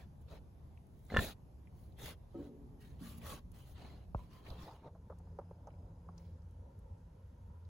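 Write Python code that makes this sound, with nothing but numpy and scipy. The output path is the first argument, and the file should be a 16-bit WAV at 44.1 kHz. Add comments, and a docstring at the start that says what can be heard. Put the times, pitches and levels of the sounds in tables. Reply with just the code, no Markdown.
"""In a yard a pig snuffles at a steel tank beside a hand-held camera, then the scene fades over to an open field.
The pig is filtered noise for breathy sniffs and bursts of dying sines for one fluttering snort; struck modes ring
as knocks on the tank. Dull taps (resonant noise) gather around the fade and go on in the field, which adds a far
engine hum (narrow noise) and a cricket (a pulsed sine). Coloured noise makes both backgrounds, a low rumble and a
passing roar; thumps on the microphone are sagging sines, and small bright ticks are resonant snaps of noise.
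"""
import sys
import numpy as np
from scipy import signal
from scipy.io import wavfile
from scipy.ndimage import uniform_filter1d

SR = 44100
rng = np.random.default_rng(int(sys.argv[2]) if len(sys.argv) > 2 else 0)


def transcribe(u):
    """Save the signal u as a 16-bit wav file named by the first command-line argument.

    u: samples, shape (n,) or (channels, n), limited to [-1, 1]; the rate is SR.
    q: integer samples, one column per channel.
    """
    v = np.clip(np.atleast_2d(u).T, -1, 1)
    q = np.round(v * 32767).astype(np.int16)
    wavfile.write(sys.argv[1], SR, q)


N = 339119
T = np.arange(N) / SR  # time in seconds

# Low thumps on the microphone. Each row: start in seconds, level in dB, first and last pitch in Hz,
# t60 in seconds, level of the snap in dB, swell of the rumble in dB.
THUMP_HITS = [(1.185, -21.5, 110, 55.9, 0.068, -68, 19), (4.149, -28.5, 194, 51, 0.17, -26.5, 1.5),
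              (4.512, -35.5, 73, 50, 0.11, -56, 10)]


def amp(db):
    """Turns decibels into a linear gain."""
    return 10 ** (np.asarray(db) / 20)


def evened(x):
    """Scales a signal to an rms of 1."""
    return x / np.sqrt(np.mean(x ** 2) + 1e-20)


def read(points, hz):
    """Reads a spectral curve at the given frequencies, straight between points on a log scale."""
    f, value = np.transpose(points)
    return np.interp(np.log(hz + 1), np.log(f + 1), value)


def curve(rows, t=T):
    """Reads an automation curve of (seconds, value) rows, straight between points."""
    s, value = np.transpose(rows)
    return np.interp(t, s, value)


def add(mix, s, sound):
    """Lays a sound into the mix at s seconds, cut off at the end of the mix."""
    part = mix[..., round(s * SR):][..., :sound.shape[-1]]
    part += sound[..., :part.shape[-1]]


def resonate(x, hz, width):
    """A resonance of gain 1: shifts hz down to zero, smooths, and shifts back."""
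    turn = np.exp(2j * np.pi * hz * np.arange(x.shape[-1]) / SR)
    r = np.exp(-np.pi * width / SR)
    return 2 * (turn * signal.lfilter([1 - r], [1, -r], x / turn)).real


def noise(colour, patchy_db, size, likeness, banded_db=0):
    """Two-channel noise of rms 1 from random short-time spectra, with drifting patches and slow narrow bands."""
    frames, hz = 4 * N // size + 5, np.fft.rfftfreq(size, 1 / SR)
    a, b, c, d, patches, bands = rng.standard_normal((frames, len(hz), 6), dtype=np.float32).T
    # smoothed over frequency first, then over time
    bands = uniform_filter1d(bands, size=2, axis=0)
    bands = evened(uniform_filter1d(bands, size=40, axis=1))
    patches = uniform_filter1d(patches, size=size // 100, axis=0)
    patches = evened(uniform_filter1d(patches, size=8, axis=1))
    same = np.clip(read(likeness, hz), -1, 1)[:, None]
    left = a + 1j * b
    right = same * left + np.sqrt(1 - same ** 2) * (c + 1j * d)
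    level_db = read(colour, hz)[:, None] + patchy_db * patches + banded_db * bands
    spectra = np.array([left, right]) * amp(level_db)
    return evened(signal.istft(spectra, nperseg=size, noverlap=3 * size // 4)[1][:, :N])


def ring(modes, factor=1, tilt_db=0, rise=.001, size=SR):
    """Dying sines of random phase, a little apart in the two ears; tilt_db per octave about 300 Hz."""
    t, out = np.arange(size) / SR, 0
    for hz, db, t60 in modes:
        phase = np.cumsum(rng.random(2) * [1, .12])[:, None]  # in cycles
        decay = amp(db + tilt_db * np.log2(hz / 300) - 60 * t / t60)
        out = out + decay * np.sin(2 * np.pi * (hz * factor * t + phase))
    return out * (1 - np.exp(-t / rise)) / abs(out).max()


def air_outdoors():
    """Noise beds: the yard fades into the field with its hum, over rumble that swells at each thump and a roar."""
    # Noise colours. Each row: frequency in Hz, relative level in dB per Hz.
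    yard_colour = [(28, -42.5), (45, -11), (70, -8.5), (110, -6.5), (200, -11), (300, -18.5), (500, -23.5),
                   (900, -27), (1400, -39.5), (2500, -44.5), (7000, -50), (14300, -48), (15000, -73.5),
                   (16000, -81.5)]
    field_colour = [(28, -41.5), (45, -29.5), (87, -0.5), (127, -21.5), (240, -17.5), (310, -28),
                    (530, -20.5), (700, -35.5), (950, -24), (1130, -41), (1350, -37), (2200, -51.5),
                    (7000, -53.5), (13700, -56), (14300, -100), (16000, -99)]
    rumble_colour = [(25, -42), (42, 0), (60, 15), (100, 6), (180, 0), (300, -47.5), (1500, -49),
                     (6000, -85.5)]
    roar_colour = [(150, -23.5), (240, -0.5), (700, -6), (1000, -12.0), (1600, -38.5), (16000, -91.5)]
    # Open air in stereo. Each row: frequency in Hz, left-right likeness from 0 to 1.
    diffuse = [(60, .92), (270, .85), (450, .5), (740, .1), (2000, .1), (15000, 0)]
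    # Level rides, the roar's for a dull passing sound. Each row: time in seconds, level in dB.
    rumble_ride = [(0, -56), (2., -56.5), (4., -53), (4.7, -59.5), (5.3, -56), (7.69, -57.5)]
    roar_ride = [(4.9, -76.5), (5.4, -71.5), (5.8, -64.5), (6.3, -74), (7.69, -84)]
    # Partials of the far engine. Each row: frequency in Hz, width in Hz, level at first in dB, at the end in dB.
    hum_partials = [(86.18, 0.89, -57.5, -54.5), (169, 1.3, -64, -76.5)]
    yard_db, field_db, fade_s = -61, -58.5, (4.49, 5.09)
    swell_rise_s, swell_fall_s = 0.068, 0.16

    fade = np.interp(T, fade_s, (0, 1))
    hum = np.zeros(N)
    for hz, width, *ends_db in hum_partials:
        partial = evened(resonate(rng.standard_normal(N), hz, width))
        hum += amp(np.interp(T, (6.2, T[-1]), ends_db)) * partial
    yard = amp(yard_db) * noise(yard_colour, patchy_db=-1.5, size=2048, likeness=diffuse)
    field = amp(field_db) * noise(field_colour, patchy_db=2.0, size=2048, likeness=diffuse) + hum
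    swell_db = np.zeros(N)
    for s, *_, db in THUMP_HITS:
        swell_db += np.interp(T - s, (-swell_rise_s, 0, swell_fall_s), (0, db, 0))
    rumble = noise(rumble_colour, patchy_db=1.5, size=2048, likeness=diffuse)
    rumble *= amp(curve(rumble_ride) + swell_db)
    roar = amp(curve(roar_ride)) * noise(roar_colour, patchy_db=0.0, size=2048, likeness=diffuse)
    return (1 - fade) * yard + fade * field + rumble + roar


def cricket():
    """Wing strokes 30 times a second pulse a sine, uneven in strength, a few skipped, off to the left."""
    start_s, end_s, strokes_per_s = 5.238, 6.41, 29.8
    strokes = np.clip(T - start_s, 0, end_s - start_s) * strokes_per_s
    skip, strength = rng.random((N, 2))[strokes.astype(int)].T
    pulses = np.sin(np.pi * strokes) ** 2 * (T < end_s)
    pulses *= (skip > .1) * amp(-5. * strength)  # about one stroke in ten is left out
    left_right = amp([[5.], [-7.]])
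    return amp(-87.5) * pulses * np.sin(2 * np.pi * 5012 * T) * left_right


def ticks():
    """Tiny snaps: quickly dying noise through a resonance that is relatively broader the higher it lies."""
    # Each row: start in seconds, peak level in dB, centre in Hz.
    snaps = [(0.774, -59, 2390), (.868, -68, 11000), (.992, -63, 11000), (1.05, -61, 11000),
             (1.065, -63, 7000), (1.083, -67, 7000), (1.671, -61.5, 2200), (1.922, -68, 3920),
             (2.31, -67, 3920), (3.216, -55, 2420), (3.517, -52.5, 10900), (4.146, -60, 2480),
             (4.464, -48, 2340), (4.502, -47.5, 4150), (5.186, -62, 8300), (5.671, -62, 6230),
             (5.704, -62, 2400), (5.738, -68, 2380), (6.179, -52, 5400), (6.42, -70.5, 5000),
             (6.51, -69, 9000), (6.79, -65, 11000), (7.65, -66.5, 4100)]
    out, t = np.zeros((2, N)), np.arange(SR // 40) / SR
    for s, db, hz in snaps:
        burst = rng.standard_normal((2, len(t))) * amp(-60 * t / 0.028) * (1 - np.exp(-t / 0.00021))
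        width = 0.17 * hz * np.sqrt(hz / 1000)
        snap = resonate(resonate(burst, hz, width), hz, width)
        add(out, s, amp(db) * snap / abs(snap).max())
    return out


def thumps():
    """A blast of air or a jolt on the microphone: a short snap, then one sine that sags in pitch."""
    out, t = np.zeros(N), np.arange(SR // 4) / SR
    for s, db, start_hz, end_hz, t60, snap_db, _ in THUMP_HITS:
        hz = end_hz + (start_hz - end_hz) * np.exp(-t / 0.0057)
        add(out, s, amp(db - 60 * t / t60) * np.sin(2 * np.pi * np.cumsum(hz) / SR))
        from_peak = t - .003
        snap = np.exp(-(from_peak / 0.00075) ** 2) * np.cos(2 * np.pi * 850.0 * from_peak)
        add(out, s - .004, amp(snap_db) * snap)
    return np.array([out, np.roll(out, shift=8)])  # the left port hears it first


def taps():
    """Short noisy blows coloured by one broad resonance, with little treble."""
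    # Each row: start in seconds, peak level in dB before panning and treble mixing, centre in Hz, t60 in seconds.
    blows = [(0.277, -69, 468, 0.053), (4.154, -43, 570, 0.025), (4.191, -47.5, 960, 0.022),
             (4.505, -60, 482, 0.07), (4.675, -43.5, 850, 0.36), (4.871, -47.5, 558, 0.12),
             (4.949, -53.5, 645, 0.099), (5.098, -39.5, 536, 0.082), (5.122, -49, 930, 0.045),
             (5.201, -52, 680, 0.022), (5.271, -53, 526, 0.046), (5.387, -35, 510, 0.044),
             (5.413, -51.5, 870, 0.033), (5.51, -42.5, 524, 0.03), (5.67, -40.5, 676, 0.061),
             (5.685, -49.5, 557, 0.018), (6.087, -44, 816, 0.031)]
    out, t = np.zeros((2, N)), np.arange(SR // 8) / SR
    dull = signal.butter(4, (330., 1300.), "band", fs=SR, output="sos")
    left_right = amp([[.6], [-.6]])
    for s, db, hz, t60 in blows:
        near, apart = rng.standard_normal((2, len(t)))
        blow = np.array([near, near + 0.94 * apart])  # the right has extra noise of its own
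        blow = blow * amp(-60 * t / max(t60, .005)) * (1 - np.exp(-t / 0.00085))
        body = signal.sosfilt(dull, blow + 13.4 * resonate(blow, hz, 230.0)) + amp(-32.0) * blow
        add(out, s, amp(db) * left_right * body / abs(body).max())
    return out


def tank():
    """A hollow steel shell knocked by the snout: its modes come in close pairs, so they beat as they die."""
    # Each row: start in seconds, level in dB, brightness in dB per octave, factor on the mode frequencies.
    knocks = [(2.344, -34.5, 4.5, 1.16), (2.387, -34.5, 2, .99), (3.01, -37, -18, .95)]
    # Modes of the shell. Each row: frequency in Hz, level in dB, t60 in seconds.
    shell = [(184, -4, 0.86), (237, 3, 0.3), (242.5, 0, 2), (292.4, 10.5, 0.31), (365, -6.5, 2.03),
             (397, -9.5, 0.8), (483, -5, 0.61), (640, -16.5, 0.45), (800, -25, 0.91), (1103, -17, 0.13)]
    out = np.zeros((2, N))
    for s, db, tilt_db, factor in knocks:
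        pair = [ring(shell, factor * (1 + split), tilt_db, rise=0.00073) for split in (-.012, .012)]
        add(out, s, amp(db) * sum(pair) / 2)
    return out


def snort():
    """Each flap of the nostril slaps, rings the snout until it shuts again, and puffs low at the microphone."""
    # Each row: start in seconds, level of the ring in dB, brightness in dB per octave, time open in seconds.
    flaps = [(1.101, -46, 1.5, .01), (1.121, -39.5, -12.5, 0.0038), (1.127, -47.5, -2.5, 0.016),
             (1.141, -32, -12.5, 0.0019), (1.146, -32, 2, 0.026), (1.164, -23, -7.5, 0.0038),
             (1.169, -19, 3.5, 0.014), (1.19, -24, 1, 0.0088)]
    # Resonances of the snout, then of the blast on the microphone.
    # Each row: frequency in Hz, level in dB, t60 in seconds.
    snout = [(491, -9.5, 0.071), (1050, -11.5, .1), (1388, -3.5, 0.031), (1763, -3, .1),
             (2810, -12.5, 0.027), (3450, -20, .07), (3390, -24, 0.023), (4250, -36.5, 0.074)]
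    blast = [(72, 1.5, .15), (91, 1, 0.11), (217, -0.5, 0.15)]
    out, t = np.zeros((2, N)), np.arange(SR // 4) / SR
    for s, ring_db, tilt_db, open_s in flaps:
        factor = 1 + .16 * np.exp(-(s - flaps[0][0]) / .008)  # the snout starts pinched, its pitch a little high
        shut = np.exp(-np.maximum(t - open_s, 0) / 0.0015)
        rasp = 1 + 0.12 * evened(uniform_filter1d(rng.standard_normal(len(t)), size=30))
        accent = 1 + 0.58 * np.exp(-t / 0.0026)
        tone = ring(snout, factor, tilt_db, rise=0.000411, size=len(t))
        add(out, s, amp(ring_db) * tone * shut * rasp * accent)
        slap = resonate(rng.standard_normal((2, len(t))), 3200., 2500.) * amp(-60 * t / .02)
        add(out, s, amp(ring_db + tilt_db - 18.0) * slap)
        puff_db = ring_db - 10.5 - 0.8 * tilt_db  # dull flaps puff harder
        add(out, s - .003, amp(puff_db) * ring(blast, rise=0.0015, size=len(t)).mean(0))
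    return out


def sniffs():
    """Turbulent air through the nostrils: chest, flow, a resonance placed per breath, and rim hiss on one arch."""
    # Breaths and soft rustles. Each row: start in seconds, length in seconds, share of it spent rising
    # (held within .05 to .95), airflow in dB, chestiness under 1.3 kHz in dB, nostril resonance in Hz,
    # its level in dB, rim hiss in dB.
    breaths = [(-.06, 0.14, 0.29, -66, 6, 1250, -10, -73), (.19, .06, .4, -88, 2, 3000, -4, -70),
               (0.248, 0.17, 0.54, -65, 9.5, 451, 1, -74), (0.805, 0.38, 0.96, -85, -7.5, 3900, -20, -73.5),
               (1.071, 0.2, 0.4, -59, 12, 4100, -6, -92), (1.149, 0.21, .4, -51, 5.5, 3770, -7.5, -47),
               (1.68, 0.31, 0.44, -83, 4, 3850, -21.5, -75),
               (1.948, 0.22, 0.54, -55, 3, 3400, -10.5, -52.5),
               (2.286, 0.23, 0.76, -72, 6.5, 4200, -21, -78.5), (2.771, 0.26, 0.17, -72, 1, 1907, -7, -71),
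               (2.967, 0.27, .35, -63.5, -2.5, 1136, -4.5, -59),
               (3.156, 0.055, 0.4, -72, 10, 1147, -4, -55.5),
               (3.185, 0.24, 0.49, -55, 5.5, 1096, -1.5, -54), (3.506, 0.23, 0.24, -71.5, 5, 3030, -6, -69),
               (3.624, 0.16, 0.52, -79, 13, 3140, -25, -69), (3.72, 0.36, 0.25, -65.5, 9, 4100, -15, -75),
               (4.125, 0.21, 0.33, -74, 8.5, 990, 5, -77.5), (4.272, 0.2, 0.35, -69.5, 3, 1020, 2, -74),
               (4.414, 0.21, 0.32, -64.5, 10, 4500, -18, -70.5),
               (4.539, 0.21, 0.47, -62.5, 9, 4480, -20, -69), (4.683, 0.16, 0.27, -71, 7, 4440, -24, -78),
               (4.782, 0.13, 0.75, -74.5, 20.5, 890, 11, -93),
               (6.147, 0.27, 0.084, -80.5, -16, 4860, -6, -82)]
    # Colour of the air. Each row: frequency in Hz, relative level in dB per Hz.
    air_colour = [(120, 13), (300, 6), (600, 7), (1300, -2), (2500, -4.5), (4000, -4), (5200, -13.5),
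                  (7700, -20)]
    # Stereo of the air. Each row: frequency in Hz, left-right likeness from 0 to 1.
    air_likeness = [(60, .93), (300, .85), (800, .6), (3000, .4), (7000, 0), (15000, 0)]
    attack_s, release_s = 0.039, 0.035
    flow_dome_db, hiss_dome_db = -18.5, -27.5  # how far the ends of a breath lie under its top

    # the air's colour drifts slowly in narrow random bands
    air = noise(air_colour, patchy_db=2.5, size=512, likeness=air_likeness, banded_db=2.5)
    low = evened(signal.sosfilt(signal.butter(3, 1300, fs=SR, output="sos"), air))
    high = evened(signal.sosfilt(signal.butter(4, 7700, "high", fs=SR, output="sos"), air))
    middle = evened(signal.sosfilt(signal.butter(3, (1300, 7700), "band", fs=SR, output="sos"), air))
    out = np.zeros((2, N))
    for start, length, rising, flow_db, chest_db, hz, nostril_db, hiss_db in breaths:
        now = slice(round(max(start, 0) * SR), round((start + length) * SR))
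        since = T[now] - start
        top_s = np.clip(rising, .05, .95) * length
        arch = abs(np.sin(np.pi * np.interp(since, (0, top_s, length), (0, .5, 1))))
        width = 60 + (hz / 150) ** 2  # higher resonances are broader
        nostril = evened(resonate(resonate(air[:, now], hz, width), hz, width))
        breath = amp(chest_db) * low[:, now] + middle[:, now] + amp(nostril_db) * nostril
        edges = np.minimum(since / attack_s, (start + length - T[now]) / release_s)
        edges = np.clip(edges, 0, 1) ** 2
        flow = amp(flow_db + flow_dome_db * (1 - arch))
        hiss = amp(hiss_db + hiss_dome_db * (1 - arch))
        add(out, max(start, 0), edges * (flow * breath + hiss * high[:, now]))
    wet_db = evened(uniform_filter1d(rng.standard_normal(N), size=200))  # wet, uneven flow, 1 dB rms
    return out * amp(wet_db)


def scene():
    """Sums the pig, the tank, the small sounds and the open air."""
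    return sniffs() + snort() + tank() + taps() + thumps() + ticks() + air_outdoors() + cricket()


def record(dry):
    """Two ports: shared treble a little early on the right, mono bass below a moving edge, then a band limit."""
    # Each row: frequency in Hz, share of the treble common to both ports.
    paired = [(5500, 0), (6300, .8), (7800, .97), (16000, .97)]
    # Edge of the mono bass. Each row: time in seconds, frequency in Hz.
    mono_below = [(4.45, 13), (4.7, 940), (6, 710), (7.69, 67)]
    in_step_hz, port_lead_s, edge_hz = 6100, 2.04e-4, 15900
    hz, t, (left, right) = signal.stft(dry, SR, nperseg=1024)
    hz = hz[:, None]
    common = read(paired, hz)
    early_left = left * np.exp(2j * np.pi * (hz - in_step_hz) * port_lead_s)
    right = np.sqrt(1 - common ** 2) * right + common * early_left
    mid = (left + right) / 2
    side = (left - right) / 2 * (hz > curve(mono_below, t))
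    ports = signal.istft(np.array([mid + side, mid - side]), SR, nperseg=1024)[1][:, :N]
    band_limit = signal.firwin(511, edge_hz, window=("kaiser", 9), fs=SR)
    return signal.oaconvolve(ports, band_limit[None], "same")


dry = scene()
out = record(dry)
transcribe(out)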